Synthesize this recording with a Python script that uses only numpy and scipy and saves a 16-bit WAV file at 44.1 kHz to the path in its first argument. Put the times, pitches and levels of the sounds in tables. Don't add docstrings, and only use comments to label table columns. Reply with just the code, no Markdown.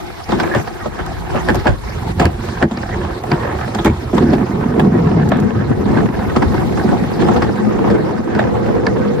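import sys
import numpy as np
from scipy import signal
from scipy.io import wavfile
from scipy.ndimage import uniform_filter1d, minimum_filter1d

SR = 44100
rng = np.random.default_rng(int(sys.argv[2]) if len(sys.argv) > 2 else 0)


def store_wav(level_fs):
    pcm = np.round(np.clip(np.atleast_2d(level_fs), -1, 1) * 32767)
    wavfile.write(sys.argv[1], SR, pcm.T.astype(np.int16))


N = 405715

# t/s, trough boom level/dB, tub drumming level/dB, frame clatter level/dB
ROLLING_LEVELS = [(0.0, -34, -30, -29), (0.25, -33.5, -39, -31.5), (0.75, -32, -31, -27.5),
                  (1.08, -26, -29, -29), (1.85, -25.5, -31, -29.5), (2.25, -19.5, -26, -31),
                  (2.72, -34, -35.5, -30), (2.98, -21, -25.5, -25), (3.2, -30, -24.5, -27.5),
                  (3.45, -23.5, -25.5, -21), (4.05, -27.5, -30.5, -31.5), (4.6, -25.5, -18, -24.5),
                  (5.65, -23.5, -17.5, -26), (6.12, -25.5, -19.5, -23.5), (6.45, -19.5, -17, -23.5),
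                  (7.2, -28, -19, -25), (7.88, -24.5, -16, -23), (8.13, -31.5, -17, -25.5),
                  (8.5, -21, -17, -23.5), (9.2, -26, -15, -26)]
# t/s, wheel hiss level/dB, rushing air level/dB
TREBLE_LEVELS = [(0.0, -39.5, -62.5), (0.8, -39.5, -61.5), (0.92, -40, -66.5), (1.25, -40, -61.5),
                 (2.5, -38, -62), (2.7, -39, -67), (3.7, -38.5, -62.5), (4.5, -43, -64.5), (5.2, -43, -70),
                 (5.65, -43.5, -69), (6.45, -38.5, -61), (7.15, -37.5, -63.5), (8.2, -43, -70),
                 (9.2, -41, -68.5)]
BOOM_TRIM_DB, DRUM_TRIM_DB, CLATTER_TRIM_DB, HISS_TRIM_DB, AIR_TRIM_DB = 0, 1, -1.5, -1, 11
# t/s, turning rate/(turns per s), drone level over drumming/dB, tub brightness/(dB per octave)
WHEELS = [(0, 18.7, -8.5, 11), (1.4, 18.8, 2.5, 1), (2.3, 20.7, -7.5, -0.5), (3.4, 21.2, -3, 6),
          (4.3, 21.2, -14.5, -3.5), (5.2, 22.6, -5.5, -4), (6.5, 23.1, -10, -3.5), (7.5, 23.0, -4.5, -2),
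          (8.6, 24.2, -2, 4), (9.2, 22.4, 4.5, -0.5)]
# multiple of the turning rate (rounded for the tone), level/dB
RIM_HARMONICS = [(5, -3.5), (7, -8.5), (8, -3), (9, 2), (11, -11.5), (16, -9.5), (19, -2), (20, -4.5),
                 (21, -3.5), (22, -7)]
# t/s, rumble left minus right level/dB
LEAN_BALANCE = [(0.5, 1.5), (2.5, -3.5), (4.6, -4), (5.3, 1.5), (6.2, 0.5), (7.2, 0), (9.2, -1.5)]
# t/s, f/Hz
BASS_CENTRE = [(1.3, 26), (1.8, 65), (2.1, 288), (2.6, 510), (4.6, 425), (5.1, 295), (5.6, 170), (6.1, 105),
               (7.0, 45)]

# start t/s, length t/s, rise of drumming level/dB, rise of clatter level/dB
ROUGH_STRETCHES = [(0.28, 0.193, 16, 7), (0.487, 0.12, 10.5, 6.5), (1.291, 0.31, 5, 4.5),
                   (2.044, 0.12, 6, 3), (2.425, 0.41, 5, 3.5), (4.128, 0.21, 12.5, 8.5),
                   (4.364, 0.061, 8.5, 3), (4.74, 0.74, 3, 2), (5.853, 0.17, 3, 4.5), (6.736, 0.19, 2, 1),
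                   (7.19, 0.19, 5.5, 6), (7.85, 0.095, 3.5, 3)]
# start t/s, length t/s, drop in level/dB
LIGHT_CRESTS = [(0.883, 0.033, 5), (1.76, 0.059, 5), (2.117, 0.042, 8), (3.181, 0.059, 5.5),
                (5.731, 0.016, 5), (6.068, 0.052, 5), (8.209, 0.075, 3.5)]
STRETCH_ATTACK_S, STRETCH_RELEASE_S = 0.012, 0.028
BOOM_FOLLOWS, HISS_FOLLOWS, AIR_FOLLOWS = 0.48, 0.69, 0.19

# f/Hz, width f/Hz, level/dB
TROUGH_MODES = [(60.7, 20, 3.5), (82.5, 29.4, 8.5), (108.7, 26.8, 5)]
# f/Hz, width f/Hz, level/dB
TUB_MODES = [(154.2, 33, 1.5), (217.3, 54.2, 4), (249.4, 60, -5.5), (348.7, 61.5, 0.5), (387.2, 93, -4),
             (504, 235, -12.5)]
# f/Hz, width f/Hz, level/dB
FRAME_MODES = [(559, 166, 12), (741.6, 180, 13.5), (908, 246, 9.5), (1127, 394, -0.5), (1638, 304, 3.5),
               (1900, 280, -10), (2130, 880, -13)]
# f/Hz, width f/Hz, level/dB
SCUFF_MODES = [(741, 62, 0), (848, 43, 1.5), (936, 29, -7), (1099, 56, -2), (1250, 110, -6),
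               (1526, 70, -7.5), (1730, 52, -22), (1874, 76, -8.5), (2132, 103, -13)]
SCUFF_DB = -5.5
# f/Hz, width f/Hz, level/dB
AXLE_MODES = [(2700, 450, 1), (3550, 700, 2), (4700, 1400, -4.5), (6400, 2600, -11), (10500, 4000, -22)]
HOLLOW_HZ, HOLLOW_WIDTH_HZ, HOLLOW_DEPTH, HOLLOW_FILLS = 563, 100, 0.78, 0.31

# t/s, clatter level/dB, tick level/dB, thump level/dB,
# rattling time t/s, brightness/(dB per octave)
TROUGH_KNOCKS = [(.29, -19.5, -35, -23.5, 0.016, -5), (.32, -16, -30, -14.5, 0.018, -2),
                 (.399, -15.5, -27.5, -24, 0.011, 2), (.433, -19, -42, -24, .004, 3),
                 (.549, -13, -31, -22, 0.017, -3), (.674, -24.5, -38.5, -49, 0.012, 2),
                 (.857, -18, -41, -23, 0.0093, -6), (1.346, -17.5, -46, -22, 0.0064, -10),
                 (1.358, -18.5, -35, -22, 0.03, 1), (1.657, -9.5, -39, -13, 0.029, -9),
                 (1.669, -10.5, -22.5, -13, 0.022, 5), (2.213, -12.5, -31, -14, 0.073, 2),
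                 (2.626, -4, -29, 0, 0.012, -2.5), (3.237, -23, -45, -27, 0.0059, -2),
                 (3.315, -15, -30, -9.5, 0.02, 2), (3.426, -25, -47, -26, 0.015, 7),
                 (3.748, -22.5, -32, -20, .005, 4), (3.848, -22, -31, -10, 0.0046, 11),
                 (3.859, -12.5, -27, -9.5, 0.048, 0.5), (4.18, -12.5, -28, -16, 0.0057, -2),
                 (4.333, -20, -33, -10, 0.016, 5), (4.795, -15, -27.5, -18, 0.009, 0),
                 (5.318, -14, -31, -13, 0.029, 8), (6.297, -26, -43, -39, 0.0081, 12),
                 (6.543, -22, -41, -30, 0.011, 0), (6.773, -20, -44, -27, 0.019, -4),
                 (6.927, -14, -41, -18, 0.022, -8), (7.286, -11, -39, -11, 0.013, -7),
                 (7.312, -19, -46, -23, 0.017, -4), (8.35, -22, -39.5, -16, 0.012, 5),
                 (8.39, -14, -31.5, -20, 0.018, 4), (8.867, -17.5, -54, -31, 0.011, -2)]
# t/s, clatter level/dB, tick level/dB,
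# thump level/dB, rear minus front level/dB
TRACK_SEAMS = [(.99, -22.5, -46, -23.5, -12), (1.486, -10, -27, -15, -8), (2.196, -15, -22.5, -10.5, 1),
               (2.711, -20, -31, -13, -5.5), (3.786, -20.5, -28.5, -17.5, -8),
               (6.362, -13, -30, -10.5, -2.5), (7.224, -26, -44, -10, -17), (7.362, -16.5, -33, -16.5, 1),
               (7.842, -24, -39.5, -16.5, 3.5)]
REAR_LAG_S, SEAM_RATTLE_S = .059, 0.015
GRAZE_LEAD_S, GRAZE_DB = .011, -14.5
CLACK_TRIM_DB, RING_TRIM_DB, TICK_TRIM_DB = -3.5, -11, -3
# t/s, trough boom level/dB, tub drumming level/dB
SOFT_BUMPS = [(0.335, -31, -19.5), (0.559, -18.5, -17.5), (1.5, -21, -12), (1.557, -18, -17.5),
              (1.688, -7, -15.5), (2.251, -5, -13), (2.905, -23, -38), (2.96, -20, -22), (3.876, -7.5, -7),
              (4.132, -21, -11.5), (4.226, -25, -9.5), (4.285, -27, -12.5), (4.766, -34, -12),
              (4.84, -28, -15), (4.942, -22, -10), (5.033, -24, -17.5), (5.165, -16.5, -15),
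              (5.799, -29, -17.5), (5.966, -32, -10.5), (6.025, -26, -19.5), (6.458, -15.5, -23),
              (6.845, -38, -9.5), (7.0, -21, -16.5), (7.426, -18.5, -27)]
THUMP_BOOM_DB, DRUM_BLOW_TRIM_DB = -12.5, -0.94
THUMP_S, BUMP_S = 0.019, 0.023
RATTLES_PER_S, RATTLE_DB, RATTLE_SPREAD_DB, RATTLE_S = 12, -6, 1.5, 0.0032

# start t/s, length t/s, first f/Hz, last f/Hz, level/dB
LOW_SWELLS = [(4.2, 0.18, 275, 241.2, -16.5), (4.78, 0.55, 194.8, 155.2, -17),
              (5.29, 0.16, 240.3, 214.3, -19), (5.501, .28, 111.3, 109.6, -22),
                (8.41, 0.8, 480, 461.3, -24.5)]
SWELL_WIDTH, SWELL_EDGE_S = .19, 0.043
# start t/s, length t/s, first f/Hz, last f/Hz, level/dB
WALL_SCRAPES = [(0.503, 0.055, 1650, 1800, -26.5), (0.791, .06, 1346, 1134, -36),
                (.96, 0.05, 1800, 1710, -36.5), (1.049, 0.079, 709, 733, -30),
                (1.252, 0.053, 762, 822, -32), (2.018, 0.092, 765, 907, -32),
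                (2.909, 0.049, 1920, 2040, -34), (2.999, .11, 1100, 1050, -36),
                (3.435, 0.1, 1640, 1810, -34), (3.856, 0.052, 2310, 2200, -25.5),
                (6.724, 0.11, 1600, 1660, -34), (6.763, 0.13, 776, 722, -28)]
SCRAPE_WIDTH, SCRAPE_RELEASE_S = 0.15, 0.022
SCRAPE_CATCHES_PER_S, SCRAPE_CATCH_DB = 197, 6.5
# t/s, level/dB
SEAT_TOCKS = [(4.329, -20.5), (5.319, -16), (8.391, -21)]
# f/Hz, width f/Hz, level/dB
SEAT_MODES = [(622, 106, 0)]
# t/s, knock of the stop level/dB, ring of the fitting level/dB
FITTING_CLINKS = [(.434, -32, -54), (.538, -27, -56), (1.669, -23, -38), (2.198, -24, -39),
                  (2.255, -20, -35), (2.773, -35, -37), (3.317, -25.5, -32), (3.869, -29, -51),
                  (6.425, -33, -47), (8.393, -23.5, -48), (8.867, -26, -33)]
# f/Hz, width f/Hz, level/dB
STOP_MODES = [(1690, 250, 2.5), (2130, 330, -4.5)]
# f/Hz, width f/Hz, level/dB
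FITTING_MODES = [(4630, 780, 18)]
# t/s, level/dB
GRIT_SNAPS = [(1.063, -43), (1.546, -39), (1.556, -38), (2.254, -33), (3.237, -48), (3.847, -34),
              (3.858, -37), (5.289, -40), (5.369, -48), (5.4, -44), (7.336, -45)]
# f/Hz, width f/Hz, level/dB
SNAP_MODES = [(6050, 6100, 3.5), (10600, 3800, -4)]

# f/Hz, level/(dB per Hz)
HISS_SPECTRUM = [(2000, 8), (2600, 1), (3500, 2.5), (4800, -0.5), (6200, -4), (8000, -10), (10000, -42),
                 (14000, -37)]
# f/Hz, level/(dB per Hz)
AIR_SPECTRUM = [(4000, -12), (7500, -3), (10500, 0), (12000, -1), (13500, -15), (16000, -13)]
# f/Hz, left-right likeness
STEREO_LIKENESS = [(60, -0.15), (300, 0.27), (560, -0.37), (800, 0.11), (1200, 0.67), (1750, 0.29),
                   (2600, -0.85), (3500, -0.23), (4600, 0.57), (6000, -0.37), (11000, 0.24)]
# f/Hz, left minus right level/dB
STEREO_BALANCE = [(350, 0), (600, 2), (1000, -3), (1400, -2), (2100, -4), (3000, -0.5), (4800, 2),
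                  (8000, 1), (11000, 0)]
CUTOFF_HZ = 16700


def from_db(db):
    return np.exp(np.asarray(db) * (np.log(10) / 20))


def rms_one(x):
    return x / np.sqrt(np.mean(x ** 2) + 1e-20)


def in_time(rows):
    s, *columns = np.transpose(rows)
    return [np.interp(np.arange(N) / SR, s, c) for c in columns]


def at_hz(points, hz):
    point_hz, values = np.transpose(points)
    return np.interp(np.log(hz), np.log(point_hz), values)


def drift(rate):
    r = np.exp(-80 * np.pi * rate / SR)
    noise = rng.standard_normal(N // 40 + 2002)
    slow = signal.lfilter([1], [1, -2 * r, r * r], noise)[2000:]
    return np.interp(np.arange(N) / 40, np.arange(len(slow)), rms_one(slow))


def resonate(x, hz, width_hz):
    edges = np.clip([hz - width_hz / 2, hz + width_hz / 2], [10, 20], [.44 * SR, .45 * SR])
    return signal.sosfilt(signal.butter(2, edges, "band", fs=SR, output="sos"), x + 1e-18)


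def to_ears(pair, hz, centred_hz=0):
    wide = 1 / (1 + (centred_hz / hz) ** 8)
    unlike = (1 - np.clip(at_hz(STEREO_LIKENESS, hz), -.99, 1)) * wide
    mid = np.sqrt(2 - unlike) * pair[0]
    side = np.sqrt(unlike) * pair[1]
    balance = from_db(at_hz(STEREO_BALANCE, hz) / 2)
    return np.array([(mid + side) * balance, (mid - side) / balance])


def body(force, modes, colour_db, centred_hz):
    out = 0
    for hz, width, db in modes:
        ringing = to_ears(resonate(force, hz, width), hz, centred_hz)
        out = out + from_db(db + colour_db(hz)) * ringing
    return out


def grit(per_s, spread_db, size):
    strength = from_db(spread_db * np.minimum(rng.exponential(1, (2, size)), 4))
    hits = rng.random((2, size)) < per_s / SR
    return hits * strength * rng.choice([-1, 1], (2, size))


def rolling(modes, per_s, spread_db, even_s, judder_db, patchy_db, tilt=0, centred_hz=0):
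    def colour_db(hz):
        return patchy_db * drift(16.0) + tilt * np.log2(hz / modes[0][0])

    sound = body(grit(per_s, spread_db, size=N), modes, colour_db, centred_hz)
    power = uniform_filter1d(np.mean(sound ** 2, axis=0), max(int(even_s * SR), 2))
    even = sound / np.sqrt(np.abs(power) + 1e-12)
    return rms_one(even * from_db(judder_db * drift(23.0)))


def blows(times, levels_db, lengths_s, modes, rise_s, first_db, vary_db, tilt, centred_hz):
    size, window = SR // 7, SR // 30
    t = np.arange(size) / SR
    chatter = np.array([grit(1400, 3.8, size=size) for s in times])
    fade = np.exp(-t / np.maximum(lengths_s, 1e-3)[:, None]) * (1 - np.exp(-t / rise_s))
    force = chatter * fade[:, None]
    force /= np.sqrt(np.sum(force ** 2, axis=2, keepdims=True)) + 1e-12
    force[:, 0, 0] += from_db(first_db)

    def colour_db(hz):
        per_blow = vary_db * rng.standard_normal(len(times)) + tilt * np.log2(hz / modes[0][0])
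        return np.repeat(per_blow, size)

    centred_hz = np.repeat(centred_hz * np.ones(len(times)), size)
    rung = body(np.hstack(force), modes, colour_db, centred_hz).reshape(2, len(times), size)
    out = np.zeros((2, N + size))
    for k, (s, db) in enumerate(zip(times, levels_db)):
        at = max(int(s * SR), 0)
        out[:, at:at + size] += from_db(db) * rung[:, k] / np.std(rung[:, k, :window])
    return out[:, :N]


def glide(first_hz, last_hz, width, size):
    smooth = signal.butter(2, width * first_hz / 2, fs=SR, output="sos")
    grain = signal.sosfilt(smooth, rng.standard_normal((2, 2, size + SR // 4)))[..., -size:]
    phase = 2 * np.pi * np.cumsum(np.linspace(first_hz, last_hz, size)) / SR
    return np.real((grain[0] + 1j * grain[1]) * np.exp(1j * phase))


def stretches(starts, lengths):
    t = np.arange(0, N, 40) / SR
    rows = []
    for s, hold in zip(starts, lengths):
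        attack = (t - s) / STRETCH_ATTACK_S
        release = 1 + (s + hold - t) / STRETCH_RELEASE_S
        rows.append(np.clip(np.minimum(attack, release), 0, 1))
    return np.array(rows)


def rough_rise():
    start, length, drum_db, clatter_db = np.transpose(ROUGH_STRETCHES)
    crest_start, crest_length, drop_db = np.transpose(LIGHT_CRESTS)
    rough = stretches(start, length)
    drop = drop_db @ stretches(crest_start, crest_length)
    return [np.interp(np.arange(N), np.arange(0, N, 40), db @ rough - drop) for db in (drum_db, clatter_db)]


def hiss(spectrum, flicker_db):
    edges = np.geomspace(1900, 16500, 11)
    white, out = rng.standard_normal((2, 2, N)), 0
    for k, (low, high) in enumerate(zip(edges, edges[1:])):
        hz = (low + high) / 2
        gain = from_db(at_hz(spectrum, hz) + flicker_db * drift(24))
        out = out + gain * to_ears(resonate(white[k % 2], hz, high - low), hz)
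    return rms_one(out)


def rushing_air():
    level_db = in_time(TREBLE_LEVELS)[1] + AIR_FOLLOWS * rough_rise()[1] + AIR_TRIM_DB
    return from_db(level_db) * hiss(AIR_SPECTRUM, flicker_db=2.5)


def wheel_hiss():
    level_db = in_time(TREBLE_LEVELS)[0] + HISS_FOLLOWS * rough_rise()[1] + HISS_TRIM_DB
    return from_db(level_db) * hiss(HISS_SPECTRUM, flicker_db=3.0)


def snaps():
    s, db = np.transpose(GRIT_SNAPS)
    return blows(s, db, np.full(len(s), .003), SNAP_MODES,
                 rise_s=.0003, first_db=-6, vary_db=2, tilt=0, centred_hz=0)


def clinks():
    s, knock_db, ring_db = np.transpose(FITTING_CLINKS)
    knock = blows(s, knock_db, np.full(len(s), .005), STOP_MODES,
                  rise_s=0.00028, first_db=0, vary_db=5.0, tilt=0, centred_hz=1980)
    ring = blows(s, ring_db, np.full(len(s), .002), FITTING_MODES,
                 rise_s=.0003, first_db=3, vary_db=1, tilt=0, centred_hz=6000)
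    return knock + ring


def tocks():
    s, db = np.transpose(SEAT_TOCKS)
    return blows(s, db, np.full(len(s), .012), SEAT_MODES,
                 rise_s=.001, first_db=0, vary_db=0, tilt=0, centred_hz=650)


def scrapes():
    out = np.zeros((2, N))
    for s, length, first_hz, last_hz, db in WALL_SCRAPES:
        t = np.arange(int(length * SR)) / SR
        sung = glide(first_hz, last_hz, SCRAPE_WIDTH, size=len(t))
        swell = np.sqrt(t / length) * np.minimum((length - t) / SCRAPE_RELEASE_S, 1)
        catches = np.interp(t * SCRAPE_CATCHES_PER_S, np.arange(64), rng.standard_normal(64))
        swell *= from_db(SCRAPE_CATCH_DB * catches)
        at = int(s * SR)
        out[:, at:at + len(t)] += from_db(db) * rms_one(to_ears(sung, first_hz, first_hz) * swell)
    return out


def low_swells():
    out = np.zeros((2, N + SR))
    for s, length, first_hz, last_hz, db in LOW_SWELLS:
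        t = np.arange(int(length * SR)) / SR
        centred_hz = np.interp(s, *np.transpose(BASS_CENTRE))
        sung = glide(first_hz, last_hz, SWELL_WIDTH, size=len(t))
        edges = np.minimum(np.minimum(t, length - t) / SWELL_EDGE_S, 1)
        at = int(s * SR)
        out[:, at:at + len(t)] += from_db(db) * rms_one(to_ears(sung, first_hz, centred_hz) * edges)
    return out[:, :N]


def rattles():
    chance = rng.random((160, 2))
    s = chance[:, 0] * N / SR
    at = (chance[:, 0] * N).astype(int)
    turns = in_time(WHEELS)[0]
    pace = (turns[at] / turns.max()) ** 3
    taps = chance[:, 1] < pace * RATTLES_PER_S * N / SR / len(s)
    clatter_db = (in_time(ROLLING_LEVELS)[2] + rough_rise()[1])[at]
    db = clatter_db + RATTLE_DB + RATTLE_SPREAD_DB * rng.standard_normal(len(s))
    return blows(s[taps], db[taps], np.full(taps.sum(), RATTLE_S), FRAME_MODES,
                 rise_s=0.00059, first_db=-4, vary_db=3.0, tilt=1.8, centred_hz=563)


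def contacts():
    front, back = [], []
    for s, clatter, tick, thump, rear in TRACK_SEAMS:
        front.append((s, clatter, tick, thump, SEAM_RATTLE_S, 0))
        back.append((s + REAR_LAG_S, clatter + rear, tick + rear, thump + rear, SEAM_RATTLE_S, 0))
    return np.transpose(front + back + list(TROUGH_KNOCKS))


def knocks():
    s, clatter_db, tick_db, _, rattle_s, brightness = contacts()
    graze = blows(s - GRAZE_LEAD_S, clatter_db + GRAZE_DB, rattle_s, FRAME_MODES,
                  rise_s=0.0028, first_db=-7, vary_db=2, tilt=-1.5, centred_hz=550)
    clack = blows(s, clatter_db + CLACK_TRIM_DB, rattle_s, FRAME_MODES,
                  rise_s=0.00049, first_db=-6, vary_db=4.5, tilt=brightness, centred_hz=514)
    ring = blows(s, clatter_db + RING_TRIM_DB, rattle_s, SCUFF_MODES,
                 rise_s=0.0005, first_db=6, vary_db=4, tilt=brightness, centred_hz=530)
    tick = blows(s, tick_db + TICK_TRIM_DB, 0.95 * rattle_s, AXLE_MODES,
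                 rise_s=0.00015, first_db=-11.0, vary_db=4.0, tilt=-1.3, centred_hz=0)
    return graze + clack + ring + tick


def bumps():
    thumps = [(s, thump_db + THUMP_BOOM_DB, thump_db, THUMP_S) for s, _, _, thump_db, _, _ in contacts().T]
    soft = [(*bump, BUMP_S) for bump in SOFT_BUMPS]
    s, boom_db, drum_db, shake_s = np.transpose(thumps + soft)
    centred_hz = np.interp(s, *np.transpose(BASS_CENTRE))
    boom = blows(s, boom_db, shake_s, TROUGH_MODES,
                 rise_s=0.0026, first_db=4.5, vary_db=-2.5, tilt=2.9, centred_hz=centred_hz)
    drum = blows(s, drum_db + DRUM_BLOW_TRIM_DB, shake_s, TUB_MODES,
                 rise_s=0.00051, first_db=-3.0, vary_db=0.0, tilt=0.47, centred_hz=centred_hz)
    return boom + drum


def wheel_drone(turns, centred_hz, slip, waver_db):
    rates = [turns * (1 + slip * drift(6.52)) for wheel in range(2)]
    angles = np.array([2 * np.pi * np.cumsum(rate) / SR for rate in rates], np.float32)
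    out = 0
    for order, db in RIM_HARMONICS:
        phase = 2 * np.pi * rng.random((2, 1)).astype(np.float32)
        pair = np.sin(round(order) * angles + phase)
        out = out + from_db(db + waver_db * drift(6.9)) * to_ears(pair, order * np.mean(turns), centred_hz)
    return rms_one(out)


def frame_clatter(faster):
    grain = rolling(FRAME_MODES, per_s=900, spread_db=-0.5, even_s=0.028, judder_db=1.9, patchy_db=2.5,
                    tilt=-.55 * faster)
    scuff = rolling(SCUFF_MODES, per_s=1500, spread_db=1.3, even_s=0.07, judder_db=2.5, patchy_db=4.5,
                    tilt=-.4 * faster)
    level_db = in_time(ROLLING_LEVELS)[2] + rough_rise()[1] + CLATTER_TRIM_DB
    return from_db(level_db) * rms_one(grain + from_db(SCUFF_DB) * scuff)


def tub_drumming(turns, drone_db, brightness, centred_hz):
    drum = rolling(TUB_MODES, per_s=1500, spread_db=1.5, even_s=0.045, judder_db=2.5, patchy_db=2.5,
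                   tilt=brightness, centred_hz=centred_hz)
    drone = from_db(drone_db) * wheel_drone(turns, centred_hz, slip=0.01168, waver_db=5.5)
    blend = (drum + drone) / np.sqrt(1 + from_db(drone_db) ** 2)
    level_db = in_time(ROLLING_LEVELS)[1] + rough_rise()[0] + DRUM_TRIM_DB
    return from_db(level_db) * blend


def trough_boom(faster, centred_hz):
    boom = rolling(TROUGH_MODES, per_s=1700, spread_db=-4.0, even_s=0.086, judder_db=1.5, patchy_db=3.0,
                   tilt=5.4 * faster + 2, centred_hz=centred_hz)
    level_db = in_time(ROLLING_LEVELS)[0] + BOOM_FOLLOWS * rough_rise()[1] + BOOM_TRIM_DB
    return from_db(level_db) * boom


def hollow(x, turns):
    depth = np.clip(HOLLOW_DEPTH - HOLLOW_FILLS * (turns - turns.min()), 0, 1)
    notched = signal.lfilter(*signal.iirnotch(HOLLOW_HZ, HOLLOW_HZ / HOLLOW_WIDTH_HZ, fs=SR), x)
    return x + depth * (notched - x)


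def ride():
    turns, drone_db, brightness = in_time(WHEELS)
    lean_db = in_time(LEAN_BALANCE)[0]
    centred_hz = in_time(BASS_CENTRE)[0]
    faster = turns - np.mean(turns)
    rumble = trough_boom(faster, centred_hz) + tub_drumming(turns, drone_db, brightness, centred_hz)
    rumble = rumble * from_db(lean_db / 2 * np.array([[1], [-1]]))
    return hollow(rumble + frame_clatter(faster), turns)


def scene():
    bed = rushing_air() + wheel_hiss()
    accents = snaps() + clinks() + tocks() + scrapes() + low_swells()
    impacts = rattles() + knocks() + bumps()
    return bed + accents + impacts + ride()


def record(dry, release_db_per_s=50):
    over = np.maximum(20 * np.log10(np.abs(dry).max(axis=0) / .97 + 1e-9), 0)
    ramp = release_db_per_s * np.arange(N) / SR
    duck = np.maximum.accumulate(over + ramp) - ramp
    gain_db = uniform_filter1d(minimum_filter1d(-duck, size=89), size=89)
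    top_cut = signal.cheby2(16, 70, CUTOFF_HZ, fs=SR, output="sos")
    return signal.sosfilt(top_cut, dry * from_db(gain_db))


dry = scene()
out = record(dry)
store_wav(out)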